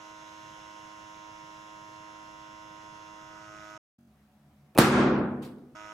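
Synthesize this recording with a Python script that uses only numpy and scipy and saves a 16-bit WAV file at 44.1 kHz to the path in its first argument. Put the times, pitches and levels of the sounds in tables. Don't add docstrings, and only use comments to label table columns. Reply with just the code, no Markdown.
import sys
import numpy as np
from scipy import signal
from scipy.io import wavfile
from scipy.ndimage import uniform_filter1d

SR = 44100
rng = np.random.default_rng(int(sys.argv[2]) if len(sys.argv) > 2 else 0)


def put_to_file(sound):
    columns = np.atleast_2d(sound).T
    safe = np.clip(columns, -1, 1)
    whole_steps = np.round(safe * 32767)
    wavfile.write(sys.argv[1], SR, whole_steps.astype(np.int16))


def rack_gain(trim_db):
    fader = np.asarray(trim_db, float)
    return 10 ** (fader / 20)


N = 261501
T = np.arange(N) / SR
SHAFT_HZ = 105.37
CUTS_S = [
    3.7775,
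    3.982,
    5.7495,
]
MOTOR_END_S, ROOM_START_S, MOTOR_BACK_S = CUTS_S


def evened(x):
    return x / np.sqrt(np.mean(x ** 2) + 1e-20)


def read(points, hz):
    f, value = np.transpose(points)
    return np.interp(np.log(hz + 1), np.log(f + 1), value)


def curve(points):
    return np.interp(T, *np.transpose(points))


# freq_hz, likeness_0_1
PORT_LIKENESS = [(60, 0.7), (130, 0.97), (290, 0.94), (640, 0.82), (1410, 0.5), (3100, 0.0), (6820, 0.37),
                 (15000, 0.8)]


def noise(colour, patchy_db, balance=((1, 0), (2, 0)), size=1024):
    frames, hz = N * 4 // size + 5, np.fft.rfftfreq(size, 1 / SR)
    a, b, c, d, patches = rng.standard_normal((frames, len(hz), 5)).T
    patches = uniform_filter1d(patches, size=8, axis=0)
    patches = evened(uniform_filter1d(patches, size=10, axis=1))
    same = np.clip(read(PORT_LIKENESS, hz), -1, 1)[:, None]
    left = a + 1j * b
    right = same * left + np.sqrt(1 - same ** 2) * (c + 1j * d)
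    lean_db = read(balance, hz)[:, None] / 2
    level_db = read(colour, hz)[:, None] + patchy_db * patches
    z = np.array([left, right]) * rack_gain(level_db + np.array([lean_db, -lean_db]))
    return z, hz, np.arange(frames) * size / 4 / SR


def sound(z):
    size = 2 * z.shape[1] - 2
    return signal.istft(z, nperseg=size, noverlap=size * 3 // 4)[1][:, :N]


def resonate(x, hz, width_hz):
    turn, r = np.exp(2j * np.pi * hz * T), np.exp(-np.pi * width_hz / SR)
    return 2 * (turn * signal.lfilter([1 - r], [1, -r], x / turn)).real


def drift(rate_hz):
    knots = np.arange(0, T[-1] + 1, 1 / rate_hz)
    return np.interp(T, knots, rng.standard_normal(len(knots)))


def starved(x, margin_db, depth_db, from_hz=3000):
    hz, _, z = signal.stft(x, SR, nperseg=2048, noverlap=1536)
    power = uniform_filter1d((abs(z) ** 2).mean(0), size=3, axis=0)
    level_db = 10 * np.log10(abs(power) + 1e-20)
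    weak = np.clip((level_db.max(0) - margin_db - level_db) / 3, 0, 1) * (hz > from_hz)[:, None]
    return signal.istft(z * rack_gain(depth_db * weak), SR, nperseg=2048, noverlap=1536)[1][:, :N]


# freq_hz, density_db_per_hz
ROOM_COLOUR = [(15, -62), (25, -22), (53, -7.5), (166, -12), (212, -4), (270, -11), (463, -18.5),
               (659, -18.5), (714, -17.5), (1020, -21), (1190, -21), (6560, -35.5), (16000, -38)]
# freq_hz, width_hz, level_db
ROOM_HUM = [(73, 8, -72), (143, 10, -68), (211, 9, -65), (577, 8, -84), (620, 12, -84), (720, 6, -77),
            (738, 7, -81)]
# multiple_of_repeat_rate, level_db
STUTTER_HUM = [(2, -76), (3, -61), (4, -77), (5, -63)]


def room(stutter_s=1024 / 48000, stutter_end_s=4.075, level_db=-66.5):
    out = rack_gain(level_db) * evened(sound(noise(ROOM_COLOUR, 1.2)[0]))
    for hz, width_hz, db in ROOM_HUM:
        hum = resonate(rng.standard_normal(N), hz, width_hz)
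        hum = evened(resonate(hum, hz, 2 * width_hz))
        out += rack_gain(db - 9.8 * (hz > 500) * (T < stutter_end_s + stutter_s)) * hum
    early = T < stutter_end_s
    left_s = (stutter_end_s - T) % stutter_s * early
    at = np.round(np.where(early, stutter_end_s - left_s, T) * SR).astype(int).clip(0, N - 1)
    ahead = (at + round(stutter_s * SR)).clip(0, N - 1)
    out = out[:, at] + left_s / stutter_s * (out[:, ahead] - out[:, at])
    repeats = (T - stutter_end_s) / stutter_s
    return out + early * sum(rack_gain(db) * np.sin(2 * np.pi * round(k) * repeats) for k, db in STUTTER_HUM)


# peak_s, length_s, freq_hz, level_db
SWELLS = [
    (.65, 0.33, 2920, -64),
    (.9, .25, 1300, -70),
    (1.3, 0.14, 1310, -73),
    (3.4, 0.44, 1270, -62),
    (3.62, 0.16, 5000, -75),
    (5.85, .2, 1290, -58),
]


def swells(width_share=0.14):
    out = np.zeros((2, N))
    for s, length_s, hz, db in SWELLS:
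        air = rng.standard_normal((2, N))
        band = resonate(air + air[::-1] / 2, hz, width_share * hz)
        band = evened(resonate(band, hz, 2 * width_share * hz))
        out += rack_gain(db) * np.exp(-((T - s) / length_s) ** 2) * band
    return out


# peak_s, level_db
TICKS = [
    (3.385, -66),
    (3.443, -65),
    (3.620, -64),
    (3.648, -55),
    (3.677, -64),
    (3.705, -57),
    (3.727, -70),
]


def ticks(hz=12500, width_ms=0.13):
    return sum(rack_gain(db) * np.exp(-((T - s) * 1000 / width_ms) ** 2) * np.cos(2 * np.pi * hz * (T - s))
               for s, db in TICKS)


def shaft_angle():
    return 2 * np.pi * SHAFT_HZ * (T - np.where(T < ROOM_START_S, 3.7672, 5.7596))


# freq_hz, density_db_per_hz
AIR_COLOUR = [(15, -30), (30, -6.5), (60, -6.5), (110, -3), (143, 5), (180, -7), (400, -10.5), (900, -11),
              (1600, -12), (3500, -14), (4600, -20.5), (6200, -20), (7700, -26), (8200, -33), (16000, -42)]
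# freq_hz, left_minus_right_db
AIR_BALANCE = [(60, 1), (400, -4), (2000, -2), (6000, -6), (15000, 7)]
# time_s, level_db
BRIGHT = [(0, 1.5), (.8, 0.8), (1.6, -0.1), (2.6, -1), (3.3, -0.5), (3.78, 1.5), (5.75, 1.5)]


def pumped_air(level_db=-58):
    angle = shaft_angle()
    puffs = 1 + 0.62 * np.cos(3 * angle) + 0.17 * np.cos(angle)
    hiss = evened(sound(noise(AIR_COLOUR, 2.2, AIR_BALANCE)[0]))
    low = uniform_filter1d(hiss, size=40)
    return rack_gain(level_db) * (low + (hiss - low) * puffs * rack_gain(curve(BRIGHT)))


# freq_hz, level_db
WHINE = [(5270, -79), (5700, -77), (6100, -76), (6500, -79), (6800, -83.5), (7100, -76.5), (7300, -81.5)]
STROKE_DB = [-1, -6.5, -1.5]
# freq_hz, level_db
RINGING = [(3688, -78), (3898, -80), (4005, -80), (5373, -72), (6320, -71), (7477, -87), (7903, -87),
           (9270, -93), (10115, -93), (10535, -91), (10853, -87), (11170, -92), (11693, -97), (12118, -97)]


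def high_orders():
    band = {k: read(WHINE, k * SHAFT_HZ) + STROKE_DB[k % 3] for k in range(50, 70)}
    ringing = {round(hz / SHAFT_HZ): db for hz, db in RINGING}
    return {**band, **ringing}


# freq_hz, level_db
COMB = [(3500, -80), (4500, -98), (5500, -60.5), (7300, -106), (8200, -101), (11000, -95), (13000, -102)]


def weak_orders():
    k, turn = np.setdiff1d(np.arange(35, 125), list(high_orders())), np.linspace(0, 2 * np.pi, 4097)
    size = rack_gain(read(COMB, k * SHAFT_HZ) + 3.8 * rng.standard_normal((2, len(k))))
    phase = rng.uniform(0, 2 * np.pi, (2, len(k), 1))
    patterns = (size[..., None] * np.cos(k[:, None] * turn + phase)).sum(1)
    angle = shaft_angle() % (2 * np.pi)
    return np.array([np.interp(angle, turn, pattern) for pattern in patterns])


# time_s, share_0_1
TURNED = [(0, 0.2), (.3, 0), (2.6, 0.06), (3.15, 0.1), (3.35, 0.58), (3.55, 0.88), (3.78, 1), (5.75, 0.99),
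          (5.93, 1)]
# freq_hz, lead_rad
WHINE_LEAD = [(3500, -.3), (4800, 1.6), (5400, .9), (6000, 0.1), (16000, 0.05)]


def valve_whine(phase_scatter_rad=0.81, shaded_db=-10):
    turned, angle, out = np.clip(curve(TURNED), 0, 1), shaft_angle(), np.zeros((2, N))
    for k, db in high_orders().items():
        hz = k * SHAFT_HZ
        level_db = db + (hz < 4500) * shaded_db * turned + 1.0 + curve(BRIGHT) + 1.35 * drift(4.09)
        lead = np.array([[np.interp(hz, *np.transpose(WHINE_LEAD))], [0]])
        phase = 2 * np.pi / 3 * k ** 2 + rng.normal(0, phase_scatter_rad) + lead
        out += np.sqrt(2) * rack_gain(level_db) * np.cos(k * angle + phase)
    return out


def low_orders(bed, strong, scatter):
    left_shadow_db, bed_scatter_db, lead_rad_per_khz = -6.5, 2, 0.57
    hz = np.arange(1, 35) * SHAFT_HZ
    chance = rng.standard_normal((len(hz), 3)).T
    right = read(bed, hz) + bed_scatter_db * chance[0]
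    left = right + left_shadow_db + bed_scatter_db * chance[1]
    rows = np.transpose([left, right, hz / 1000 * (lead_rad_per_khz + scatter * chance[2])])
    for k, *row in strong:
        rows[round(k) - 1] = row
    return rows


# multiple, left_db, right_db, left_lead_rad
ASIDE = [(3, -64, -56, -.2), (5, -82, -64, -1.2), (6, -60, -65, .4), (7, -67, -71, -.5), (8, -74, -64, 2.6),
         (9, -58, -49, 1.1), (10, -57, -53, -.2), (11, -68, -66, 2.5), (12, -63, -69, .3),
         (13, -67, -65, 1.2), (14, -61, -57, -2.7), (15, -80, -71, -2.4), (16, -68, -68, 2.5),
         (18, -73, -76, 0.), (31, -77, -70, .6), (19, -73, -68, 1.2), (21, -75, -65, -2.7),
         (23, -68, -68, 2.8), (26, -69, -65, -.2), (28, -76, -69, -.8), (32, -74, -73, .1),
         (33, -75, -70, .1)]
# multiple, left_db, right_db, left_lead_rad
FACING = [(2, -72, -69, .5), (3, -62, -56, -.5), (6, -54, -57, -.1), (7, -67, -64, -.4), (8, -74, -65, 2.2),
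          (9, -62, -52, .4), (10, -63, -56, 2.6), (11, -65, -64, -1.7), (12, -56, -49, -.2),
          (13, -66, -62, 1.3), (14, -59, -53, -.7), (15, -65, -60, -1.5), (16, -65, -62, 2.),
          (19, -70, -61, .5)]
# freq_hz, level_db
BED_ASIDE = [(100, -72), (220, -69.5), (450, -75), (1600, -70), (2300, -75.5), (2600, -81.5), (2850, -73.5),
             (3600, -79.5)]
# freq_hz, level_db
BED_FACING = [(100, -76), (500, -73.5), (1800, -68.5), (2700, -70), (3100, -76), (3300, -74), (3600, -82)]


def shaft_orders(wobble_db=0.05, wobble_per_order_db=0.0393, flutter=0.13, sway_rad_per_order=0.016):
    null_db, null_share, null_width = -16, 0.84, 0.093
    return_db, return_hz, facing_scatter_rad = 5., 2700, .5
    lead_scatter = 0.67
    turned, angle, out = np.clip(curve(TURNED), 0, 1), shaft_angle(), np.zeros((2, N))
    null = null_db * np.exp(-((turned - null_share) / null_width) ** 2)
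    both = np.hstack([low_orders(BED_ASIDE, ASIDE, lead_scatter),
                      low_orders(BED_FACING, FACING, lead_scatter / 4)])
    for k, (left, right, lead, left_on, right_on, lead_on) in enumerate(both, 1):
        level_db = np.outer([left, right], 1 - turned) + np.outer([left_on, right_on], turned)
        level_db += (k == 9) * null
        level_db += (T > ROOM_START_S) * return_db * np.exp(-np.log(k * SHAFT_HZ / return_hz) ** 2 / .08)
        level_db += (wobble_db + k * wobble_per_order_db) * np.array([drift(2.95), drift(2.97)])
        lead = lead + turned * np.angle(np.exp(1j * (lead_on - lead)))
        lead = lead + k * sway_rad_per_order * drift(2.1) * (1 - turned)
        spread = [2.5 * (1 - turned), facing_scatter_rad * turned * (1 - (k > 15) / 2)]
        late = rng.standard_normal(2) @ spread + .6 * turned
        uneven = 1 + flutter * drift(70)
        out += np.sqrt(2) * rack_gain(level_db) * uneven * np.cos(k * angle + late + np.outer([1, 0], lead))
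    return out


def motor():
    return shaft_orders() + valve_whine() + weak_orders() + pumped_air()


def gain_control(start_s=4.785, clamp_db=-16.5, attack_s=0.0059, hold_s=0.12, release_s=.11):
    since = np.maximum(T - start_s, 0)
    return clamp_db * (1 - np.exp(-since / attack_s)) * np.exp(-np.maximum(since - hold_s, 0) / release_s)


# start_s, level_db, rise_s, t60_s
SCRAPS = [
    (5.18, -61, .005, 0.096),
    (5.418, -49, 0.014, 0.32),
    (5.447, -56, .003, .1),
    (5.58, -73, 0.0039, 0.082),
]
# freq_hz, density_db_per_hz
SCRAP_COLOUR = [(500, -17.5), (1500, 6.5), (4000, 8.5), (6500, -2.5), (10000, -0.5), (16000, -9.5)]


def scraps():
    shape = np.zeros(N)
    for s, db, rise_s, t60_s in SCRAPS:
        since = np.maximum(T - s, 0)
        shape += rack_gain(db - 60 * since / t60_s) * np.clip(since / rise_s, 0, 1)
    return shape * evened(sound(noise(SCRAP_COLOUR, 1.8, size=256)[0]))


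# freq_hz, density_db_per_hz
TAIL_COLOUR = [(24, -44.5), (40, -30.5), (164, -9), (228, -7), (332, -5), (608, -11), (744, -9),
               (1510, -7.5), (1990, -14), (2370, -14.5), (2760, -17), (14900, -30), (16500, -59.5)]
# freq_hz, t60_s
TAIL_T60 = [(60, 0.51), (130, 1.21), (260, 1.155), (700, 0.91), (1800, 0.7), (4800, 0.5), (9000, 0.39),
            (16000, 0.2)]
# freq_hz, level_db, t60_s
ROOM_MODES = [(72.9, -14.5, 1.), (126.4, -5.5, .9), (144, -4, 1.1), (208.8, -0.5, 1.17),
              (244.5, 1.5, 1.206), (321.2, -1, 0.91), (354.5, -6, 0.76), (367, -2.5, 1.), (511, -11, 1.14)]


def reverberation(start_s=4.787, tail_db=-21, modes_db=-30.5, escape=0.23, rest_db=20):
    z, hz, t = noise(TAIL_COLOUR, 0.76, size=512)
    level = np.sqrt(np.mean(sound(z) ** 2))
    decay_db = -60 * np.maximum(t - start_s, 0) / read(TAIL_T60, hz)[:, None]
    field = rack_gain(tail_db) / level * sound(z * rack_gain(decay_db))
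    since = np.maximum(T - start_s, 0)
    spared_db = escape * gain_control()
    for hz, db, t60_s in ROOM_MODES:
        field += rack_gain(modes_db + db - 60 * since / t60_s - spared_db) * np.sin(2 * np.pi * hz * since)
    return field * rack_gain(rest_db + gain_control()) * np.clip(since / 0.015, 0, 1)


# centre_s, level_db
SQUEAKS = [
    (4.7535, -52),
    (4.761, -43),
    (4.7695, -46),
]


def squeaks(hz=2500, width_ms=1.5):
    return sum(rack_gain(db) * np.exp(-((T - s) * 1000 / width_ms) ** 2) * np.sin(2 * np.pi * hz * (T - s))
               for s, db in SQUEAKS)


# freq_hz, density_db_per_hz
CREAK_COLOUR = [(60, -13.5), (250, -0.5), (700, -3), (1200, -13.5), (1800, -30.5), (2500, -36.5),
                (3300, -45), (16000, -69.5)]


def stretch(start_s=4.749, rise_s=.008, end_s=4.779, level_db=-38):
    shape = np.clip((T - start_s) / rise_s, 0, 1) * np.clip((end_s - T) / 0.004, 0, 1)
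    return rack_gain(level_db) * shape * evened(sound(noise(CREAK_COLOUR, 2.4, size=256)[0]))


# start_s, level_db, hold_s, t60_s
TEAR = [
    (4.749, -54.5, .003, .03),
    (4.767, -51, 0.0014, 0.019),
    (4.7771, -17, 0.00046, .0015),
    (4.784, -16, 0.0039, .016),
    (4.788, -31, .004, .12),
]
# freq_hz, density_db_per_hz
CRACKLE_COLOUR = [(300, -22.5), (1000, -0.5), (2000, 2.5), (5000, -4.5), (7000, -10), (10000, -4.5),
                  (13000, -9.5), (16500, -11)]
# freq_hz, left_minus_right_db
CRACKLE_BALANCE = [(1500, 0.5), (5000, -1), (10000, -4.5), (16000, -6)]


def tear(spread=0.7, rise_s=0.00055):
    z, hz, _ = noise(CRACKLE_COLOUR, 1.6, size=256)
    lean_db = read(CRACKLE_BALANCE, hz)[:, None] / 2
    crackle = evened(sound((z[1] + spread * z) * rack_gain([lean_db, -lean_db])))
    shape = np.zeros(N)
    for s, db, hold_s, t60_s in TEAR:
        decay_db = -60 * np.maximum(T - s - hold_s, 0) / t60_s
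        shape += np.clip((T - s) / rise_s, 0, 1) * rack_gain(db + decay_db)
    return shape * crackle


# push_to_suck_s, level_db, width_ms, suck_share_of_push
STEPS = [
    (4.7777, -10, .24, .7),
    (4.7873, -1, .3, .3),
    (4.7911, -2, .7, .52),
    (4.7964, -13, .8, .5),
]


def pressure_steps():
    push = np.zeros(N)
    for s, db, width_ms, suck in STEPS:
        u = (T - s) * 1000 / width_ms * np.where(T > s, .8, 1)
        push -= rack_gain(db) * np.where(u > 0, suck, 1) * u * np.exp(.5 - u ** 2 / 2)
    return signal.sosfiltfilt(signal.butter(2, 75, "high", fs=SR, output="sos"), push)


def burst():
    return pressure_steps() + squeaks() + stretch() + tear()


def scene():
    first = np.clip((MOTOR_END_S + .0008 - T) / .003, 0, 1) + np.clip((T - MOTOR_BACK_S) / .004, 0, 1)
    second = np.clip((T - ROOM_START_S) / 0.0073, 0, 1) * np.clip((MOTOR_BACK_S + .012 - T) / .014, 0, 1)
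    tail = starved(reverberation(), margin_db=51.5, depth_db=-14.5)
    shot = rack_gain(gain_control()) * room() + burst() + tail + scraps()
    shot = signal.sosfilt(signal.butter(3, 56, "high", fs=SR, output="sos"), shot)
    machine = starved(motor() + ticks() + swells(), margin_db=56, depth_db=-14)
    machine = signal.oaconvolve(machine, signal.firwin(255, 15680, fs=SR)[None], "same")
    return first * machine + second * shot


def band_limit(x):
    return signal.sosfilt(signal.butter(12, 16880, fs=SR, output="sos"), x)


def record(dry):
    limited = signal.oaconvolve(dry, signal.firwin(511, 16100, fs=SR)[None], "same")
    return band_limit(np.clip(limited, -.96, .96))


dry = scene()
out = record(dry)
put_to_file(out)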